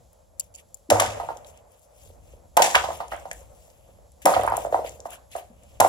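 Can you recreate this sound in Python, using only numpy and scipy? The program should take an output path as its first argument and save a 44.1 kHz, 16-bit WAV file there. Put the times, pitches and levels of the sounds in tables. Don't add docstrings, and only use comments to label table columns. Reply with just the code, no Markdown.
import sys
import numpy as np
from scipy import signal
from scipy.fft import rfft, irfft, next_fast_len
from scipy.io import wavfile
from scipy.ndimage import uniform_filter1d, map_coordinates

SR = 44100
rng = np.random.default_rng(int(sys.argv[2]) if len(sys.argv) > 2 else 0)


def pcm_store(signal):
    levels = np.round(np.clip(np.atleast_2d(signal), -1, 1) * 32767)
    wavfile.write(sys.argv[1], SR, levels.astype(np.int16).T)


def voltage_ratio(level):
    return 10 ** (np.asarray(level, float) / 20)


N = 259308


def unit(x):
    return x / np.sqrt(np.mean(x ** 2) + 1e-20)


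def along(points, hz):
    f, v = np.transpose(points)
    return np.interp(np.log(hz + 1), np.log(f + 1), v)


def wobble(rate):
    knots = rng.standard_normal(int(N * rate / SR) + 4)
    return map_coordinates(knots, [np.arange(N) * rate / SR])


def filtered(x, response):
    size = next_fast_len(x.shape[-1] + 8192)
    spectrum = rfft(x, size) * response(np.fft.rfftfreq(size, 1 / SR))
    return irfft(spectrum, size)[..., :x.shape[-1]]


def peak(f, hz, width):
    return 1j * f * width / (hz * hz - f * f + 1j * f * width)


def modes(f, rows, gains):
    return sum((-1) ** k * gains[k] * peak(f, hz, width) for k, (hz, width, _) in enumerate(rows))


def pair(length, alike):
    mid, side = rng.standard_normal((2, length))
    turn = np.arccos(alike) / 2
    return np.cos(turn) * mid + np.sin(turn) * side * np.array([[1], [-1]])


def patchy(x, depth_db):
    z = signal.stft(x, nperseg=256)[2]
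    field = rng.standard_normal(z.shape[1:])
    for axis in (0, 1):
        field = uniform_filter1d(field, size=8, axis=axis)
    return signal.istft(z * voltage_ratio(depth_db * unit(field)), nperseg=256)[1][:, :N]


def add(track, s, sound, pan_db):
    track[:, round(s * SR):][:, :sound.shape[1]] += sound * voltage_ratio(np.array([[pan_db], [-pan_db]]) / 2)


# time in seconds, level in dB.
GUSTS = [(0, -56), (.15, -68), (.5, -60.5), (.87, -67.5), (1.05, -49), (1.5, -59.5), (1.85, -69.5),
         (2.08, -54.5), (2.55, -59), (3.05, -58.5), (3.3, -52.5), (3.55, -60), (3.72, -61), (3.9, -59.5),
         (4.2, -61.5), (4.45, -50), (5.0, -57), (5.2, -65), (5.7, -58), (5.88, -49)]


def gust_db():
    return np.interp(np.arange(N) / SR, *np.transpose(GUSTS))


# frequency in Hz, level in dB per Hz.
RUMBLE = [(15, -40), (25, -31), (38, -5), (59, 4.5), (135, -12), (290, -22), (350, -21), (460, -47.5),
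          (770, -120)]


def wind():
    lumps = filtered(pair(N, .62), lambda f: voltage_ratio(along(RUMBLE, f)))
    lumps = lumps * voltage_ratio(0.67 * wobble(8.5))
    return voltage_ratio(gust_db() + 5.5) * unit(lumps)


# frequency in Hz, level in dB per Hz.
HUSH = [(150, -37), (250, -22.5), (337, -30.5), (450, -9.5), (567, -2.5), (1270, -22.5), (1650, -29),
        (2500, -32.5), (3250, -63.5), (5500, -120)]
# start in seconds, level in dB, t60 in seconds.
CROWN = [
    (0.918, -28, 1.3),
    (2.58, -37, 1.96),
    (4.271, -30.5, 1.77),
    (5.81, -55, 3),
]


def hush():
    t, gusts = np.arange(N) / SR, gust_db()
    murmur = sum(voltage_ratio(db - 60 * np.abs(t - s) / t60) * (t > s) for s, db, t60 in CROWN)
    far_wood = voltage_ratio(-60 + 0.37 * (gusts - gusts.mean()))
    flutter = voltage_ratio(1.8 * wobble(29))
    branches = filtered(pair(N, 0.12), lambda f: voltage_ratio(along(HUSH, f))) * flutter
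    return (far_wood + murmur) * unit(branches)


# frequency in Hz, level in dB per Hz.
HISS = [(900, -45), (1500, -18), (2200, -15), (3300, -7), (4200, -8), (5900, -6), (7600, -1), (9050, -16),
        (10600, -4), (12000, -12), (15400, -17), (16000, -22), (16500, -45)]


def hiss():
    noise = filtered(pair(N, 0.73), lambda f: voltage_ratio(along(HISS, f))) * voltage_ratio(1.5 * wobble(5.4))
    whine = filtered(pair(N, .5), lambda f: peak(f, 11250, 200) ** 2) * voltage_ratio(2.5 * wobble(4))
    return voltage_ratio(-70) * unit(noise) + voltage_ratio(-79) * unit(whine)


# start in seconds, peak in dB, left over right in dB, tilt in dB per octave.
TAPS = [(0.541, -50, -6, -3), (0.1311, -60, 15, 19), (0.397, -22.5, 5.5, 7), (0.4005, -24, 2.5, -4.5),
        (0.407, -33.5, -2, -7.5), (0.547, -46, 9, -9), (0.5509, -38.5, -6, -3.5), (0.559, -41, -13, 0),
        (0.585, -58, -20, -15), (0.688, -66, -1, 0), (0.744, -36, 5.5, 1), (0.751, -47, 3, 5),
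        (0.771, -58, 13, 5)]
# frequency in Hz, width in Hz, level in dB.
PULL = [(2830, 540, -7), (4820, 450, -2.5), (7180, 300, 13), (8230, 660, -3), (10500, 1700, 1),
        (13170, 300, -23)]


def zip_pull():
    out, t = np.zeros((2, N + SR)), np.arange(SR // 20) / SR
    hz, _, level_db = np.transpose(PULL)
    for s, db, pan_db, tilt_db in TAPS:
        gains = voltage_ratio(rng.normal(0, 1, len(PULL))) * voltage_ratio(level_db + tilt_db * np.log2(hz / 7000))

        def metal(f):
            ring = modes(f, PULL, gains)
            low_cut = f * f / (f + 1800 / 1j) ** 2
            return ring * np.abs(ring) ** 0.37 * low_cut

        scratch = pair(len(t), .9) * voltage_ratio(-60 * t / .015)
        tap = filtered(scratch, metal)
        add(out, s - .0003, voltage_ratio(db + 8) * tap / np.abs(tap).max(), pan_db - 4.5)
    return out[:, :N]


# middle in seconds, spread in seconds, level in dB,
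# dull part over bright part in dB.
RUSTLE = [(0.43, 0.027, -59.5, -9), (0.589, 0.015, -56.5, 0), (0.78, 0.025, -71, -23),
          (1.121, 0.015, -69.5, 8), (1.249, 0.1, -59.5, 2), (1.488, 0.022, -56, -10.5),
          (1.569, 0.022, -65, 2), (1.74, 0.04, -67, -5), (1.829, 0.023, -64.5, -20),
          (2.031, 0.069, -58.5, -8), (2.302, 0.055, -66, -2.5), (2.942, 0.03, -49, -1.5),
          (3.03, 0.092, -63, 6), (3.13, 0.017, -54, -8), (3.2, 0.025, -61, -9), (3.348, 0.065, -56.5, -8),
          (3.62, 0.076, -61, -8), (3.851, 0.11, -71, -2.5), (4.234, 0.011, -63.5, 8.5),
          (4.601, 0.045, -46.5, -5), (4.757, 0.032, -51, -18), (4.871, 0.012, -50.5, 5),
          (4.901, 0.055, -54, -7), (5.066, 0.0095, -53, -12), (5.131, 0.02, -46.5, 0.5),
          (5.332, 0.015, -54, -0.5), (5.386, 0.016, -47.5, -2), (5.7, 0.12, -70, 1.5)]


def rustle():
    t = np.arange(N) / SR
    middle, spread, db, dull_db = np.transpose(RUSTLE)[..., None]
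    swell = voltage_ratio(db) * np.exp(-((t - middle) / spread) ** 2 / 2)
    grain = voltage_ratio(1.3 * wobble(160) + 2.4 * wobble(2100))
    fine = patchy(pair(N, .6), depth_db=3) * grain
    coarse = patchy(pair(N, .6), depth_db=2.5) * grain
    bright = filtered(fine, lambda f: f ** 4 / (f ** 4 + 4500 ** 4))
    dull = filtered(coarse, lambda f: peak(f, 2950, 1600) ** 2)
    dull_swell = swell * voltage_ratio(dull_db - 12)
    return swell.sum(0) * unit(bright) + dull_swell.sum(0) * unit(dull)


# start in seconds, peak in dB, centre in Hz, rattle in dB.
BLOWS = [
    (0.903, -11.5, 807, -41.5),
    (0.913, -6, 610, -15.5),
    (2.569, -8.5, 674, -41.5),
    (2.575, 0, 824, -11),
    (4.255, -15, 568, -1.5),
    (4.262, 0, 752, -13),
    (5.801, -5, 650, -12.5),
    (5.806, -7.5, 815, -11),
]
# start in seconds, peak in dB, centre in Hz,
# rattle in dB.
REBOUNDS = [(0.931, -10, 654, -17.5), (0.998, -10.5, 1080, -7.5), (1.039, -19.5, 755, -8),
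            (1.2, -18.5, 774, -5.5), (1.289, -18, 900, -13.5), (1.304, -22.5, 733, -8.5),
            (2.747, -11, 1033, 1), (2.841, -16, 843, -2), (2.887, -22.5, 650, -4),
            (2.904, -24.5, 794, -1.5), (3.004, -18.5, 804, -4.5), (3.119, -26, 745, 3),
            (3.255, -25.5, 748, -9), (4.365, -9, 758, -8.5), (4.434, -22.5, 720, 3.5),
            (4.477, -8.5, 986, -15.5), (4.522, -10, 824, -12.5), (4.65, -15, 670, -14.5),
            (4.726, -12.5, 613, -9.5), (4.846, -20.5, 574, -23), (5.056, -21.5, 728, -10.5),
            (5.353, -20.5, 676, -5.5)]
# start in seconds, peak in dB, centre in Hz.
SHUDDERS = [(0.92, -2, 621), (0.945, -24, 608), (0.959, -12.5, 866), (0.983, -18.5, 660), (1.01, -16, 666),
            (1.022, -9.5, 815), (1.234, -25, 655), (2.589, -14, 678), (2.6, -6.5, 642), (2.62, -12, 627),
            (2.643, -15, 693), (2.752, -12, 1005), (2.761, -9, 681), (3.134, -22.5, 636),
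            (3.3135, -31, 677), (4.272, -10.5, 1205), (4.292, -12, 684), (4.309, -22, 624),
            (4.339, -12.5, 1260), (4.395, -13.5, 622), (4.449, -16.5, 704), (4.539, -12, 875),
            (4.578, -15.5, 710), (4.669, -21, 594), (4.745, -5.5, 767), (4.791, -18.5, 556),
            (5.814, -2, 887), (5.823, -14, 630), (5.848, -2.5, 747), (5.86, -18, 748)]
# start in seconds, peak in dB.
SETTLES = [
    (1.107, -60),
    (2.061, -45.5),
    (2.101, -42),
    (2.335, -41),
    (3.413, -45.5),
    (3.889, -46),
    (3.987, -45.5),
    (4.995, -36.5),
]


def contacts():
    spread_s = 0.003958
    blow_spread_s = .001
    settle_hz, clean_rattle_db = 520, -22.5
    blow_t60_s, grind_t60_s, clean_t60_s = 0.41, 0.12, 0.32
    clean = SHUDDERS + [(s, db, settle_hz) for s, db in SETTLES]
    touches = [(*row, blow_t60_s, blow_spread_s) for row in BLOWS]
    touches += [(*row, grind_t60_s, spread_s) for row in REBOUNDS]
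    touches += [(*row, clean_rattle_db, clean_t60_s, spread_s) for row in clean]
    return sorted(touches)


# frequency in Hz, width in Hz, level in dB.
TRUNK = [(187, 230, -7.5), (290, 260, -7.5), (367, 40, -8.5), (465.3, 25, -7), (598, 130, -1),
         (628, 12, 6.5), (710, 19, 1), (835, 15, -1), (960, 19, -7), (1053, 17, -2.5), (1250, 17, -8.5),
         (1610, 30, -11), (1850, 230, -15), (2080, 180, -10)]


def trunk():
    out, t = np.zeros((2, N + SR)), np.arange(SR // 4) / SR
    push = np.exp(-(t / 0.00015 - 2) ** 2)
    level_db = np.transpose(TRUNK)[2]
    for s, db, hz, rattle_db, t60, spread in contacts():
        fibres = pair(len(t), .6)
        rattle = voltage_ratio(rattle_db - 60 * t / t60) * fibres * (1 - np.exp(-t / 0.00061))
        gains = voltage_ratio(rng.normal(0, 2.5, len(TRUNK))) * voltage_ratio(level_db)

        def body(f):
            spot = peak(f, 0.99 * hz, 0.38 * hz)
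            trailing = np.exp(-4j * np.pi * spread * np.sqrt(1000 * f))
            return (0.39 * modes(f, TRUNK, gains) + spot) * (0.35 + spot) * trailing

        bare, *rung = filtered(np.vstack([push, push + rattle]), body)
        size = np.abs(bare).max()
        scrape = rattle[::-1] * voltage_ratio(-0.5 - 60 * t / 0.02)
        scrape = filtered(scrape, lambda f: peak(f, 1.5 * hz, 0.85 * hz) ** 4)
        add(out, s - .0005, voltage_ratio(db + 4) / size * scrape, -1.5)
        add(out, s - .0005 - spread, voltage_ratio(db) / size * np.array(rung), -1.5)
    return out[:, :N]


# start in seconds, level in dB, frequency in Hz, t60 in seconds.
THUDS = [(0.92, -22, 103, 0.34), (0.904, -26, 225, 0.12), (5.803, -23, 280, 0.085),
         (5.803, -29, 160, 0.079), (4.26, -28.5, 190, 0.157), (5.5, -38, 214, 0.056),
         (0.89, -29, 310.5, 0.25), (4.25, -18, 298, 0.079), (0.94, -15.5, 83, 0.056),
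         (2.75, -43.5, 91, 0.81), (2.76, -28, 71, 0.25), (3.123, -41.5, 70, 0.046), (3.1, -60.5, 57, 0.19),
         (4.35, -36, 101, 0.8), (4.363, -33, 61.7, 0.38), (6.1, -46, 94, 0.15), (5.802, -27, 97.5, 0.19)]


def thuds():
    out, t = np.zeros((2, N + SR)), np.arange(SR // 2) / SR
    for s, db, hz, t60 in THUDS:
        onset = (1 - np.exp(-t * hz * 2)) ** 2
        thud = np.sin(2 * np.pi * hz * t) * voltage_ratio(db - 60 * t / t60) * onset
        add(out, s, np.array([thud, thud]), 0)
    return out[:, :N]


# start in seconds, peak in dB, centre in Hz, spray in dB, spray t60 in seconds.
SNAPS = [(0.902, -4, 6600, -15, 0.5), (0.9944, -50, 9950, -12.5, 0.22), (0.998, -10.5, 4650, -6.5, 0.46),
         (1, -5.5, 9700, -27, 0.14), (1.0204, -13, 6900, -19, 0.37), (2.5695, -3.5, 9900, -20, 0.28),
         (2.6211, -4.5, 5830, -5, 0.45), (2.6428, -16.5, 5960, -10.5, 0.36),
         (2.7547, -18.5, 5160, -7.5, 0.5), (3.115, -50, 1510, 8, 0.2), (4.219, -35.5, 10270, 1.5, 0.22),
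         (4.2556, -3.5, 9750, -10.5, 0.47), (4.75, -45.5, 2700, -16.5, 0.27), (5.316, -39, 10100, 4, 0.56),
         (5.802, -3.5, 10500, -18.5, 1)]
# start in seconds, peak in dB, centre in Hz, burst length in seconds,
# spray in dB.
SPLITS = [
    (2.749, -14, 1520, 0.0066, -24),
    (2.754, -6.5, 2820, 0.0017, -28),
    (2.76, -17, 2080, 0.0025, -13),
    (3.313, -39.5, 1780, 0.0036, -38),
    (4.344, -24, 2933, 0.008, -9),
]


def snaps():
    out, t = np.zeros((2, N + SR)), np.arange(SR // 2) / SR
    tear_s, split_t60_s = .0042, 0.19
    grit_db = np.tile(2.5 * wobble(400) + 1.2 * wobble(60), 2)
    tears = [(s, db, hz, tear_s, spray_db, t60) for s, db, hz, spray_db, t60 in SNAPS]
    tears += [(*row, split_t60_s) for row in SPLITS]
    for s, db, hz, length, spray_db, t60 in tears:
        age = t / length
        burst = voltage_ratio(5.87 * rng.standard_normal(len(t)) - 2.4 * age - 10 * np.clip(age - 1, 0, None))
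        spray = voltage_ratio(spray_db - 60 * t / t60 + grit_db[round(s * SR):][:len(t)])
        tear = pair(len(t), .85) * burst + pair(len(t), .6) * spray
        tear = filtered(tear, lambda f: 0.23 / (1 + 1j * f / (0.5 * hz)) + peak(f, hz, hz))
        add(out, s - .0003, voltage_ratio(db - 2) * tear / np.abs(tear).max(), 0)
    return out[:, :N]


# start in seconds, level in dB, centre in Hz, t60 in seconds.
CRACKLE = [(0.906, -27, 1260, 0.52), (1.001, -32.5, 1700, 0.62), (2.573, -31, 1930, 0.18),
           (2.621, -29.5, 3200, 0.37), (2.66, -39.5, 1800, 0.63), (2.749, -21, 1950, 0.15),
           (2.752, -27, 3100, 0.11), (3.119, -37, 1890, 0.23), (4.258, -36, 1480, 0.79),
           (4.337, -34.5, 2800, 0.19), (4.391, -35, 1940, 0.34), (4.477, -33, 1395, 0.22),
           (4.544, -42, 2060, 0.15), (4.728, -52.5, 2460, 0.28), (4.862, -46, 3080, 0.086),
           (5.11, -53.5, 2720, 0.29), (5.11, -48, 980, 0.32), (5.32, -50, 3000, 0.15),
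           (5.36, -51, 2730, 0.3), (5.805, -40.5, 1500, 0.5)]


def crackle():
    out, age = np.zeros((2, N + SR)), np.arange(256) / SR
    scatter, cycles, size_db = 0.39, 14, 5.5
    side_turn = 2.2
    for s, db, hz, t60 in CRACKLE:
        when, pitch, size, side, turn = rng.random((5, 240, 1))
        t = when * t60 * .7
        f = hz * np.exp(scatter * 3 * (pitch - .5))
        start_db = db - 60 * t / t60 + size_db * 4 * (size - .5)
        level = voltage_ratio(start_db - 60 * age * f / cycles / 2) * (1 - np.exp(-age * f))
        at = (((s + t) * SR).astype(int) + np.arange(256)).ravel()
        for port, sign in enumerate((1, -1)):
            tone = np.sin(2 * np.pi * f * age + sign * side_turn * (turn - .7))
            grains = level * voltage_ratio(sign * 4.8 * (side - 1)) * tone
            out[port] += np.bincount(at, grains.ravel(), N + SR)
    return out[:, :N]


# start
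# in seconds, peak in dB, centre in Hz.
CHIPS = [(1.3715, -46, 6400), (3.3137, -41.5, 1970), (1.447, -54, 3940), (1.47, -51, 7200),
         (1.4879, -58, 7860), (1.575, -51, 7500), (1.72, -52, 11100), (1.795, -53, 10650),
         (2.064, -71, 6800), (4.412, -37, 9000), (4.48, -33, 11400), (4.501, -37, 10500),
         (2.932, -48, 7200), (2.975, -39, 11000), (3.0828, -45, 7600), (3.1644, -45.5, 7780),
         (3.3146, -32, 6550), (3.332, -34, 10200), (3.702, -56.5, 5960), (4.1196, -50.5, 9440),
         (4.4355, -30.5, 10140), (4.4663, -31.5, 10300), (4.5692, -20, 10500), (4.728, -62, 2740),
         (4.8494, -52, 3020), (4.8948, -40, 6950), (5.0037, -41, 6700), (5.1062, -35, 10620),
         (5.3655, -36, 10360), (5.635, -53.5, 8040)]


def chips():
    out, t = np.zeros((2, N + SR)), np.arange(SR // 15) / SR
    for s, db, hz in CHIPS:
        puff = pair(len(t), 0.43) * voltage_ratio(-60 * t / 0.02)
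        click = 10 * (t == 0)
        tick = filtered(puff + click, lambda f: peak(f, hz, 0.65 * hz + 100) ** 2)
        add(out, s - .0003, voltage_ratio(db + 8.5) * tick / np.abs(tick).max(), 0)
    return out[:, :N]


# frequency in Hz, t60 in seconds.
WOODS = [(100, 0.83), (600, 0.28), (2000, 0.22), (8000, 0.49), (15000, 0.064)]


def woods(x):
    hz, t, z = signal.stft(rng.standard_normal((2, SR * 3 // 4)), SR, nperseg=256)
    turn = np.pi / 4 * np.clip(hz / 1300, 0, 1)[:, None]
    z = np.cos(turn) * z[0] + np.sin(turn) * z[1] * np.array([1, -1])[:, None, None]
    decay = voltage_ratio(-60 * t / along(WOODS, hz)[:, None])
    tail = signal.istft(z * decay, SR, nperseg=256)[1]
    late = np.pad(x, (300, 0))[None]
    return signal.fftconvolve(late, tail / np.linalg.norm(tail[0]), axes=1)[:, :N]


# frequency in Hz, left over right in dB.
SHADOW = [(60, -6.5), (110, 0.5), (200, 0), (380, 3), (700, -1.3), (1290, -1.5), (2380, 1.5), (4400, -4),
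          (8120, 9), (15000, 15)]


def ports(x, lead_s):
    side = np.array([[1], [-1]]) / 2
    return filtered(x, lambda f: voltage_ratio(side * along(SHADOW, f)) * np.exp(2j * np.pi * f * lead_s * side))


# frequency in Hz, gain in dB.
HOUSING = [(880, -17.5), (1500, 0), (1730, 6.5), (1870, 6.5), (3520, -2), (4220, -10.5), (7390, -3),
           (9040, -17), (10300, -7), (11600, -13), (15200, -20), (16000, -30.5), (16500, -72.5)]


def scene():
    def tinted(x):
        return filtered(x, lambda f: voltage_ratio(along(HOUSING, f) + 12))

    wood = trunk() + thuds() + crackle()
    splinters = tinted(snaps() + chips())
    near = wood + splinters + zip_pull() + tinted(rustle())
    echo = voltage_ratio(-6) * woods(wood.mean(0)) + voltage_ratio(-13) * woods(splinters.mean(0))
    return ports(near, lead_s=0.00021) + echo + wind() + hush() + hiss()


def top_cut(x):
    return signal.sosfilt(signal.butter(12, 16810, fs=SR, output="sos"), x)


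def record(dry):
    held = dry / (1 + np.abs(dry / .8) ** 4) ** .25
    mix = filtered(held, lambda f: (f / (f + 26 / 1j)) ** 2 / (1 + (f / 16500) ** 90))
    return top_cut(mix)


dry = scene()
out = record(dry)
pcm_store(out)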